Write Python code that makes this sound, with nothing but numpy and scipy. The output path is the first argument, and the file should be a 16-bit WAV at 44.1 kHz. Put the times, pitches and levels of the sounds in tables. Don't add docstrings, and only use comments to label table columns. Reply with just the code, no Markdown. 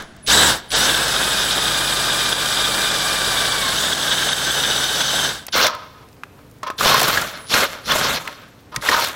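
import sys
import numpy as np
from scipy import signal
from scipy.fft import rfft, irfft
from scipy.io import wavfile
from scipy.ndimage import uniform_filter1d

SR = 44100
rng = np.random.default_rng(int(sys.argv[2]) if len(sys.argv) > 2 else 0)


def volts_from_decibels(level):
    exponent = np.asarray(level, float) / 20
    return 10 ** exponent


def to_wav(s):
    ch = np.atleast_2d(s).T
    pcm = np.round(np.clip(ch, -1, 1) * 32767)
    wavfile.write(sys.argv[1], SR, pcm.astype(np.int16))


N = 403515
T = np.arange(N) / SR
MOVE_S = 5.46
MOVE = int(MOVE_S * SR)
AFAR = T < MOVE_S

# bit bites t/s, lets go t/s, gear and chip noise at the bite level/dB, settled level/dB,
# coast-down dB/s
CUTS = [
    (-.3, -.02, -31, -33, 200),
    (.263, .49, -12, -16, 90),
    (.702, 5.24, -14, -21, 40),
    (5.525, 5.67, -3, -24, 480),
    (6.782, 7.18, -5.5, -25, 80),
    (7.488, 7.632, -14, -23, 300),
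    (7.85, 8.172, -15.5, -27, 800),
    (8.812, 9.04, -16.5, -26, 150),
]
# t/s, peak level/dB, f/Hz
CATCHES = [(0.9455, -9, 3550), (1.162, -12, 3710), (1.374, -13, 3740), (1.4868, -14, 3110),
           (1.5237, -12, 3800), (1.5791, -11, 3610), (1.6205, -13, 3590), (1.6544, -12, 3630),
           (1.809, -13, 3730), (1.9248, -12, 3710), (2.056, -12, 3770), (2.1049, -12, 3690),
           (2.2166, -15, 3690), (2.26, -11, 3170), (2.3269, -7, 3420), (2.4586, -12, 3170),
           (2.5962, -12, 3700), (2.6546, -12, 3530), (2.719, -13, 3670), (2.8741, -12, 3680),
           (2.9031, -13, 3450), (3.2448, -12, 3780), (3.4503, -14, 3800), (3.5206, -9, 3420),
           (3.6479, -14, 3750), (3.7831, -10, 3750), (3.8364, -13, 3180), (3.8654, -14, 3320),
           (3.9312, -7, 3410), (4.0295, -10, 3590), (4.0794, -11, 3430), (4.1293, -9, 3600),
           (4.1816, -13, 3730), (4.2305, -12, 3090), (4.2929, -14, 3730), (4.3298, -7, 3690),
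           (4.5079, -9, 3480), (4.6032, -12, 3770), (4.6361, -9, 3110), (4.674, -10, 3590),
           (4.7104, -9, 3720), (4.7613, -9, 3750), (4.8137, -12, 3580), (4.8406, -8, 3710),
           (4.915, -11, 3690), (4.9424, -10, 3780), (5.0172, -8, 3490), (5.0547, -14, 3740),
           (5.1001, -12, 3110), (5.1973, -13, 3690)]


def unit(x):
    return x / np.sqrt(np.mean(x ** 2))


def noise():
    return rng.standard_normal(N)


def walk(rate):
    steps = rng.standard_normal(int(4 * rate * N / SR) + 9)
    smooth = 2.4 * uniform_filter1d(uniform_filter1d(steps, size=4), size=4)
    return np.interp(T, np.arange(len(steps)) / (4 * rate), smooth)


def colour(x, shape, peaks=(), lo_hz=1., hi_hz=30000.):
    f = np.arange(4097) * SR / 8192 + 1
    shape_hz, shape_db = np.transpose(shape)
    db = np.interp(np.log(f), np.log(shape_hz), shape_db)
    for hz, width, rise_db in peaks:
        db = db + 10 * np.log10(1 + (volts_from_decibels(rise_db) ** 2 - 1) / (1 + (2 * (f - hz) / width) ** 2))
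    db = db - 10 * np.log10((1 + (lo_hz / f) ** 8) * (1 + (f / hi_hz) ** 8))
    cep = irfft(db * np.log(10) / 20)
    cep = np.r_[cep[0], 2 * cep[1:4096], np.zeros(4096)]
    response = irfft(np.exp(rfft(cep)))[:4096]
    return unit(signal.oaconvolve(x, response)[:len(x)])


def grit(count, rate, scatter_db, smooth):
    hit = rng.random(count) < rate / SR
    size = rng.exponential(size=count)
    hits = hit * rng.standard_normal(count) * volts_from_decibels(scatter_db * np.minimum(size, 4))
    return unit(unit(hits) + smooth * rng.standard_normal(count))


def add(out, s, sound):
    i = int(s * SR)
    out[i:i + len(sound)] += sound[:N - i]


def spans(rows, soft):
    gain = np.zeros(N)
    for on, off, db0, db1 in rows:
        part = slice(int(on * SR), int(off * SR))
        gain[part] = volts_from_decibels(np.linspace(db0, db1, len(gain[part])))
    return uniform_filter1d(gain, int(soft * SR))


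def swell(t, rise, t60):
    attack = np.sin(np.pi / 2 * np.minimum(t / rise, 1)) ** 2
    return attack * volts_from_decibels(-60 * np.maximum(t - rise, 0) / max(t60, .005))


def tones(phase, orders, wobble_db, rate, tilt_db=0):
    return sum(volts_from_decibels(db + tilt_db * np.log2(k / 4) + wobble_db * walk(rate)) * np.sin(k * phase + k * k)
               for k, db in orders)


def shop():
    # f/Hz, level/dB per Hz
    air_afar = [(18, -37.5), (30, -8.5), (198, -6), (391, -15.5), (508, -22), (677, -12.5), (814, -24),
                (1740, -23), (2710, -28), (9800, -40.5), (15700, -62)]
    air_close = [(18, -39), (30, -14), (111, -0.5), (208, -8.5), (293, -5), (343, -14), (457, -9),
                 (594, -14.5), (8370, -36), (13800, -35), (15700, -44)]
    air = noise() * volts_from_decibels(1.0 * walk(4.08))
    return np.r_[volts_from_decibels(-45) * colour(air[:MOVE], air_afar), volts_from_decibels(-46.5) * colour(air[MOVE:], air_close)]


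def room(x):
    t = T[:SR // 2]
    dull = uniform_filter1d(rng.standard_normal(len(t)), size=6) * volts_from_decibels(-60 * t / 0.81)
    bright = rng.standard_normal(len(t)) * volts_from_decibels(-4.0 - 60 * t / .5)
    tail = (dull + bright) * (t > .008)
    return signal.oaconvolve(x, tail / np.sqrt(np.sum(tail ** 2)))[:N]


def rustle():
    crackle_spans = [(.52, .577, -39, -39), (.577, .7, -60, -62), (5.53, 5.56, -40, -32),
                     (5.56, 5.68, -29, -27), (6.78, 6.95, -38, -36), (6.95, 7.15, -32, -34),
                     (7.15, 7.34, -41, -48), (7.5, 7.65, -41, -39), (7.9, 8.1, -40, -42),
                     (8.95, 9.1, -38, -36), (5.68, 6.02, -56, -62), (6.04, 6.16, -61, -62),
                     (6.36, 6.6, -64, -66), (8.38, 8.42, -62, -62), (8.48, 8.62, -62, -66)]
    grains = grit(N, 900, 3.0, .8) * volts_from_decibels(3.5 * walk(40))
    crackle = colour(grains, [(3000, -14), (9000, -12), (12500, -9), (14000, 0)], (), 4000.)
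    return spans(crackle_spans, .02) * crackle


def clicks():
    # t/s, peak level/dB, from f/Hz, to f/Hz
    chips = [(.023, -30, 1500, 13000), (.165, -38, 4500, 15500), (.575, -30, 3000, 15000),
             (5.383, -40, 12500, 15500), (5.467, -20, 6000, 15500), (5.483, -21, 400, 4500),
             (5.612, -20, 12500, 15500), (5.667, -10, 1500, 9000), (5.749, -32, 11000, 15500),
             (6.087, -44, 1500, 9500), (6.129, -42, 3000, 7000), (6.167, -44, 1500, 4500),
             (6.235, -20, 1350, 1950), (6.236, -36, 3000, 15000), (6.499, -50, 4000, 15500),
             (6.513, -40, 4000, 15500), (6.54, -52, 9000, 15000), (6.585, -48, 4000, 15000),
             (6.677, -38, 6000, 15500), (6.742, -46, 10000, 15500), (6.798, -28, 8000, 15500),
             (6.86, -16, 5000, 14000), (6.942, -13, 4000, 13000), (6.995, -11, 4000, 15500),
             (7.002, -13, 4000, 15500), (7.016, -10, 4000, 15000), (7.031, -7, 4000, 15000),
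             (7.081, -12, 4500, 15500), (7.087, -15, 9000, 15500), (7.105, -20, 10000, 15500),
             (7.113, -15, 4500, 15500), (7.215, -18, 4000, 12000), (7.378, -42, 12000, 15500),
             (7.64, -17, 4000, 15000), (7.92, -16, 4000, 12000), (7.957, -16, 4000, 13000),
             (7.996, -17, 4000, 11000), (8.158, -24, 11000, 15500), (8.276, -12, 1400, 2300),
             (8.277, -26, 2500, 15500), (8.284, -24, 150, 1500), (8.752, -34, 1500, 15500),
             (8.762, -11, 1500, 8000), (8.765, -26, 40, 300), (8.89, -16, 60, 900),
             (8.895, -17, 4000, 10000), (9.0, -18, 3000, 15000), (9.044, -16, 3500, 14000),
             (9.072, -22, 9000, 15500), (9.085, -20, 2000, 15000)]
    # t/s, peak level/dB
    cogs = [(.265, -22), (.273, -15), (.278, -12), (.705, -21), (.718, -14), (5.523, -28), (5.535, -26),
            (6.781, -28), (6.787, -27), (6.797, -15), (7.385, -36), (7.47, -33), (7.478, -32), (7.486, -26),
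            (7.506, -16), (7.858, -25), (8.813, -30), (8.822, -25)]
    # from f/Hz, to f/Hz
    cog_band = (3000, 4600)
    out = np.zeros(N)
    t = T[:4096]
    f = np.arange(2049) * SR / 4096 + 1
    for s, db, lo_hz, hi_hz in [*chips, *[(*cog, *cog_band) for cog in cogs]]:
        slopes = np.sqrt((1 + (lo_hz / f) ** 6) * (1 + (f / hi_hz) ** 6))
        puff = unit(irfft(rfft(rng.standard_normal(len(t))) / slopes))
        slow = 1 + 300 / lo_hz
        add(out, s - .0015, volts_from_decibels(db - 5.0) * puff * swell(t, .0018 * slow, .016 * slow))
    return out


def edge_catches():
    out = np.zeros(N)
    t = T[:3000]
    for s, db, hz in CATCHES:
        ring = np.sin(2 * np.pi * hz * t) + .45 * np.sin(2 * np.pi * (6900 - hz) * t)
        ring = ring + .3 * np.sin(2 * np.pi * 1550 * t) + 0.076 * rng.standard_normal(len(t))
        add(out, s - .001, volts_from_decibels(db - 4.0) * swell(t, 0.0025, 0.027) * ring)
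    return out


def knocks_in_hole():
    # from t/s, to t/s, start level/dB, end level/dB
    rubs = [
        (5.62, 5.69, -25, -23),
        (5.69, 5.94, -22, -54),
        (5.94, 6.06, -44, -50),
        (6.385, 6.42, -50, -53),
        (6.632, 6.66, -23, -38),
        (6.665, 6.74, -22, -46),
        (8.2, 8.3, -39, -40),
        (8.72, 8.82, -38, -39),
        (8.91, 9.0, -21, -18),
    ]
    # t/s, peak level/dB, f/Hz, treble above it level/dB
    ticks = [(5.466, -30, 2600, -5), (5.749, -22, 1325, -8), (6.39, -39.5, 1060, -18),
             (6.631, -17, 1070, -7), (6.669, -19, 1063, -11), (6.701, -13, 1080, -11),
             (8.722, -30, 1440, -25), (8.743, -24, 1275, -25), (8.761, -12, 1904, -15)]
    snags = [(5.553, -12, 520, -12), (5.561, -10, 1300, -10), (5.578, -12, 4100, -12),
             (5.592, -11, 4150, -12), (5.598, -11, 1250, -12), (5.613, -12, 2900, -10),
             (5.643, -7, 1100, -13), (5.647, -10, 600, -13), (5.651, -12, 3550, -12),
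             (5.665, -11, 2300, -13), (5.676, -14, 4000, -10), (6.875, -9, 3500, -10),
             (6.92, -8, 1100, -12), (6.965, -8, 1250, -10), (6.81, -8, 1182, -12), (6.858, -1.5, 686, -13),
             (6.944, -1.5, 1050, -8.5), (6.997, -11.5, 2076, -5), (7.016, -7, 732, -9),
             (7.029, -14, 1490, -8), (7.082, -8, 1463, -8), (7.174, -3.5, 1670, -14), (7.218, -9, 1380, -7),
             (7.539, -5.5, 1603, 1.5), (7.644, -18.5, 917, -5), (7.918, -9.5, 1528, -5),
             (7.955, -6, 626, -12), (8.051, -9, 1055, -12), (8.823, -18, 1640, -12),
             (8.888, -1.5, 1864, -20), (8.915, -9, 1490, -16), (8.929, -7, 1250, -13),
             (8.946, -6.5, 1510, -12), (8.965, -9, 1480, -14), (8.979, -9.5, 1480, -13),
             (9.02, -12, 1300, -14)]
    # f/Hz, width f/Hz, level/dB
    modes = [(600, 25, 12), (933, 20, 16), (1047, 24, 17), (1263, 30, 16), (2140, 22, 9), (3330, 80, 6.6),
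             (5790, 30, 5.5)]
    out = np.zeros(N)
    frame = spans(rubs, 0.0089) * noise() * volts_from_decibels(3.0 * walk(70))
    t = T[:3000]
    for s, db, hz, treble_db, t60 in [*[(*r, .032) for r in ticks], *[(*r, .038) for r in snags]]:
        hiss = rng.standard_normal((3, len(t)))
        rough = 1 + 0.89 * unit(uniform_filter1d(hiss[2], size=40))
        ring = rough * np.sin(2 * np.pi * hz * t) + .8 * uniform_filter1d(hiss[0], size=7)
        ring = ring * swell(t, 0.0021, t60)
        soft_hiss = uniform_filter1d(uniform_filter1d(hiss[1], size=5), size=3)
        crack = unit(np.diff(soft_hiss, prepend=0) + 0.05 * hiss[1])
        crack = crack * volts_from_decibels(treble_db - 2.0) * swell(t, 0.0029, 0.7 * t60)
        add(out, s - .001, volts_from_decibels(db - 5.5) * (ring + crack))
        add(frame, s, volts_from_decibels(db - 16) * hiss[0] * swell(t, .002, 0.027))
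    return out + np.std(frame) * colour(frame, NEAR, modes, 370.0, 3500.0)


# f/Hz, level/dB per Hz
NEAR = [(18, -43), (30, -19), (160, -14), (317, -15), (495, -6.5), (772, -8), (1410, -2.5), (1980, -10.5),
        (3350, -11), (5600, .5), (7400, -7.5), (8600, -16), (14100, -15.5), (15700, -23.5)]


def switching(phase, speed):
    # on t/s, off t/s, tone at the start level/dB, at the end level/dB
    trigger = [(0, .13, -60, -66), (.233, .55, -45, -45), (.693, 3.75, -42, -44), (3.75, 5.25, -47, -49),
               (5.25, 5.43, -55, -64), (5.517, 5.62, -45, -46), (6.773, 6.87, -44, -40),
               (7.25, 7.39, -58, -60), (7.39, 7.5, -50, -46), (7.838, 7.9, -53, -50),
               (8.81, 8.87, -50, -47)]
    carrier = 2 * np.pi * (9901 * T + np.cumsum(2.5 * walk(34)) / SR)
    upper = volts_from_decibels(-2.5 + 2.5 * walk(60)) * np.sin(carrier + phase)
    lower = volts_from_decibels(-6.0 + 2.5 * walk(60)) * np.sin(carrier - phase)
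    sides = (upper + lower) * np.clip(speed / 550, 0, 1) * np.where(AFAR, 1, volts_from_decibels(-10.0))
    return spans(trigger, .02) * volts_from_decibels(6.5 + 0.92 * walk(30)) * (np.sin(carrier) + sides)


def chatter():
    puffs = noise() * volts_from_decibels(4.7 * np.minimum(walk(140), 2) + 1.4 * walk(20))
    bending = [(3670, 280, 13), (3320, 520, 8.5), (1540, 120, 15.6)]  # f/Hz, width f/Hz, level/dB
    return colour(puffs, [(20, 0.0015), (20000, 0)], bending, 1300., 4300.)


def cutting(turn):
    edges = [20, 250, 2500, 7000, 16000]
    # f/Hz, level/dB per Hz
    far = [(18, -44), (30, -12), (60, -14), (360, -8.5), (580, -5.5), (980, -6.5), (1500, -7.5),
           (1930, -12.5), (2640, -14), (3700, -6.5), (5500, -5.5), (6800, -5), (9000, -11.5),
           (15700, -19.5)]
    # f/Hz, width f/Hz, level/dB
    far_peaks = [(1615, 190, 8.5), (3110, 400, 5.5), (3710, 280, 6), (7950, 280, 9), (151, 44, 7.5),
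                 (4930, 210, 1.5), (12800, 1800, -7), (2450, 140, -6.5)]
    near_peaks = [(600, 110, 3.7), (937, 13, 2.6), (1093, 10, 6.1), (1269, 10, 3.3), (1570, 190, 1.8),
                  (2122, 40, 5.3), (3380, 830, 9), (4240, 200, 6.7), (6250, 80, 1.3)]
    lips = np.cos(2 * turn) + 0.66 * np.cos(turn + 1.0)
    drive = np.r_[grit(MOVE, 6000, 1.2, 1.6), grit(N - MOVE, 2200, 2.7, 1.15)]
    layers = []
    swings = [(0.25, 0.49), (0.91, 1.08), (0.83, 0.82), (0.41, 0.51)]
    for lo, hi, (turn_db, flicker_db) in zip(edges[:-1], edges[1:], swings):
        x = drive * volts_from_decibels(turn_db * lips + flicker_db * walk(45) * np.where(AFAR, 1, 2.3))
        layers.append(np.r_[colour(x[:MOVE], far, far_peaks, lo, hi), colour(x[MOVE:], NEAR, near_peaks, lo, hi)])
    return layers


def effort():
    # frame ring level/dB,
    # fan air level/dB, spindle shake level/dB
    bracing = [(-47, 4, -8, 0), (-43, -3.5, -2.5, -14), (-60, -3.5, -2.5, -16), (-43, -1, -10, -21),
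               (-31, .5, -4.5, -14), (-32, 1, -4.5, -14), (-34, 1.5, -4, -11), (-45, -.5, -3.5, -21)]
    # spin-up t/s, bite easing off t/s, braking dB/s^2, shudder above the gear noise level/dB
    pace = [(.017, .2, 270, -5), (.015, .2, 1300, -9), (.017, .2, 450, -4.5), (.022, .09, 10, -9),
            (.045, .22, 10, -9), (.02, .2, 10, -9), (.03, .2, 10, -9), (.035, .2, 10, -9)]
    t = T[::32]
    out = np.zeros((5, len(t)))
    for (on, off, bite_db, hold_db, coast), (rattle_db, *rel_db), (rise, settle, brake, shudder_db) in zip(
            CUTS, bracing, pace):
        since, after = np.maximum(t - on, 0), np.maximum(t - off, 0)
        held_db = hold_db + (bite_db - hold_db) * np.exp(-since / settle) - 25 * np.exp(-since / rise)
        coasting_db = held_db - coast * after - brake * after ** 2
        slack_db = np.where(t > off, rattle_db - 62 * after, -99)
        db = np.maximum(coasting_db, slack_db)
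        audible = (t > on) * ((t > MOVE_S) == (on > MOVE_S))
        out = np.maximum(out, volts_from_decibels(db + np.c_[[0, *rel_db, shudder_db]]) * audible)
    out = uniform_filter1d(out, size=6)
    return [np.interp(T - lag, t, gain) for gain, lag in zip(out, (0, .008, 0, 0, 0))]


def motor():
    # t/s, commutation f/Hz, whine above the gear noise level/dB
    burst = [
        (.27, 100, -21),
        (.295, 375, -9),
        (.325, 880, -3),
        (.341, 1012, -4),
        (.356, 955, -6),
        (.41, 985, -6),
        (.437, 935, -6),
        (.47, 960, -6),
        (.5, 740, -19),
    ]
    run = [(.7, 60, -25), (.78, 720, -14), (.86, 769, -8), (.919, 680, -15), (1.1, 640, -13),
           (2.0, 606, -11.5), (3.0, 588, -10), (3.47, 582, -10), (3.72, 535, -8), (3.75, 650, -11),
           (3.8, 850, -10), (3.88, 851, -12), (3.95, 791, -13), (4.7, 758, -9.5), (5.3, 775, -10),
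           (5.335, 560, -14), (5.449, 470, -25)]
    # t/s, gained f/Hz, whine gained level/dB, width t/s
    slips = [
        (5.55, -300, 0, .06),
        (5.6, 0, 17, .025),
        (6.86, 0, 7, .02),
        (7.0, 10, 9, .02),
        (7.542, 420, 22, .016),
        (7.917, 185, 24, .017),
        (8.112, 185, 17, .016),
        (8.865, -130, 0, .025),
        (8.89, 90, 20, .02),
    ]
    s, hz, db = np.transpose(burst + run)
    share, race_hz, race_db = np.zeros(N), 0, 0
    for on, off, *_ in CUTS:
        up = 1 - .85 * np.exp(-np.maximum(T - on, 0) / .032)
        share = np.maximum(share, (T > on) * up * np.exp(-np.maximum(T - off, 0) / .12))
    for at, gain_hz, gain_db, width in slips:
        race_hz = race_hz + gain_hz * np.exp(-((T - at) / width) ** 2)
        lean = np.where(T < at, 1.7 * width, .45 * width)
        race_db = race_db + gain_db * np.exp(-((T - at) / lean) ** 2)
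    loaded_hz, loaded_whine_db = 790, -27
    speed = np.where(AFAR, np.interp(T, s, hz), np.maximum(loaded_hz * share, 100) + race_hz)
    return speed, np.where(AFAR, np.interp(T, s, db), loaded_whine_db + race_db)


def drill():
    # multiple of commutation, level/dB
    whine_afar = [(1, -13), (2, -1.5), (4, -1.5), (6, -13), (7, -12), (8, -1.5)]
    whine_close = [(2, -4), (4, 6), (6, -8), (7, -7)]
    # multiple of spindle turn, level/dB
    shake_orders = [(2, -12), (3, 3), (4, -8), (5, -9), (6, -9), (7, -3.5), (8, -6), (9, -5.5), (11, -3.5),
                    (13, -2), (16, -6.5)]
    # f/Hz, width f/Hz, level/dB
    housing = [(1950, 350, -9), (3650, 700, 6), (4900, 500, 2), (6100, 500, 3)]
    speed, whine_db = motor()
    phase = 2 * np.pi * np.cumsum(speed * (1 + .008 * walk(40))) / SR
    torsion = np.where(T < .95, .35, 1) * speed * (.016 * walk(150) + .011 * walk(18))
    mesh = phase + 2 * np.pi * np.cumsum(torsion) / SR
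    turn = phase / 39
    gear, frame, fan, shake, bend = effort()
    low, mid, high, top = cutting(turn)
    shrill_db = 7.0 * (speed / 800 - 1)
    orders = np.where(AFAR, tones(mesh, whine_afar, 2.2, 100, shrill_db), tones(phase, whine_close, 1.6, 90))
    whine = volts_from_decibels(whine_db + 1.0) * np.std(orders) * colour(orders, [(20, 0), (20000, 0)], housing)
    shudder = volts_from_decibels(np.where(AFAR, shrill_db, 0)) * chatter()
    lines = np.where(AFAR, .95, .15)
    hum = colour(tones(turn, shake_orders, 1.5, 2.494), [(20, 0.0022), (400, 0)], [(140, 21, 7.9)])
    spindle = lines * hum + np.sqrt(1 - lines ** 2) * low
    cut = gear * (high + whine) + bend * shudder + frame * mid + fan * top + shake * spindle
    return cut + switching(phase, speed) + knocks_in_hole() + edge_catches() + clicks()


def scene():
    dry = drill()
    mono = dry + volts_from_decibels(-21.5) * room(dry) + shop() + rustle()
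    return np.array([mono, mono])


def band_limit(x):
    return signal.sosfilt(signal.butter(12, 16670, fs=SR, output="sos"), x)


def record(dry):
    duck_db = np.zeros(N)
    for s, db, _ in CATCHES:
        add(duck_db, s + .008, max(db + 9.5, 0) * 1.86 * np.exp(-T[:SR // 2] / 0.073))
    steep = signal.ellip(10, .2, 60, 15820, fs=SR, output="sos")
    x = signal.sosfilt(steep, np.tanh(dry[0] * volts_from_decibels(-duck_db)))
    side = 0
    patch = 1400
    spells = rng.random(N // patch + 1) < .22
    for lo_hz in np.arange(8700., 15000., 1180.):
        band_pass = signal.butter(3, [lo_hz, lo_hz + 1180], "band", fs=SR, output="sos")
        band = signal.sosfiltfilt(band_pass, x)
        slipping = np.repeat(spells & (rng.random(len(spells)) < .33), patch)[:N]
        side = side + uniform_filter1d(0.73 * slipping, size=500) * band
    return band_limit(x - side + np.array([side, -side]))


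dry = scene()
out = record(dry)
to_wav(out)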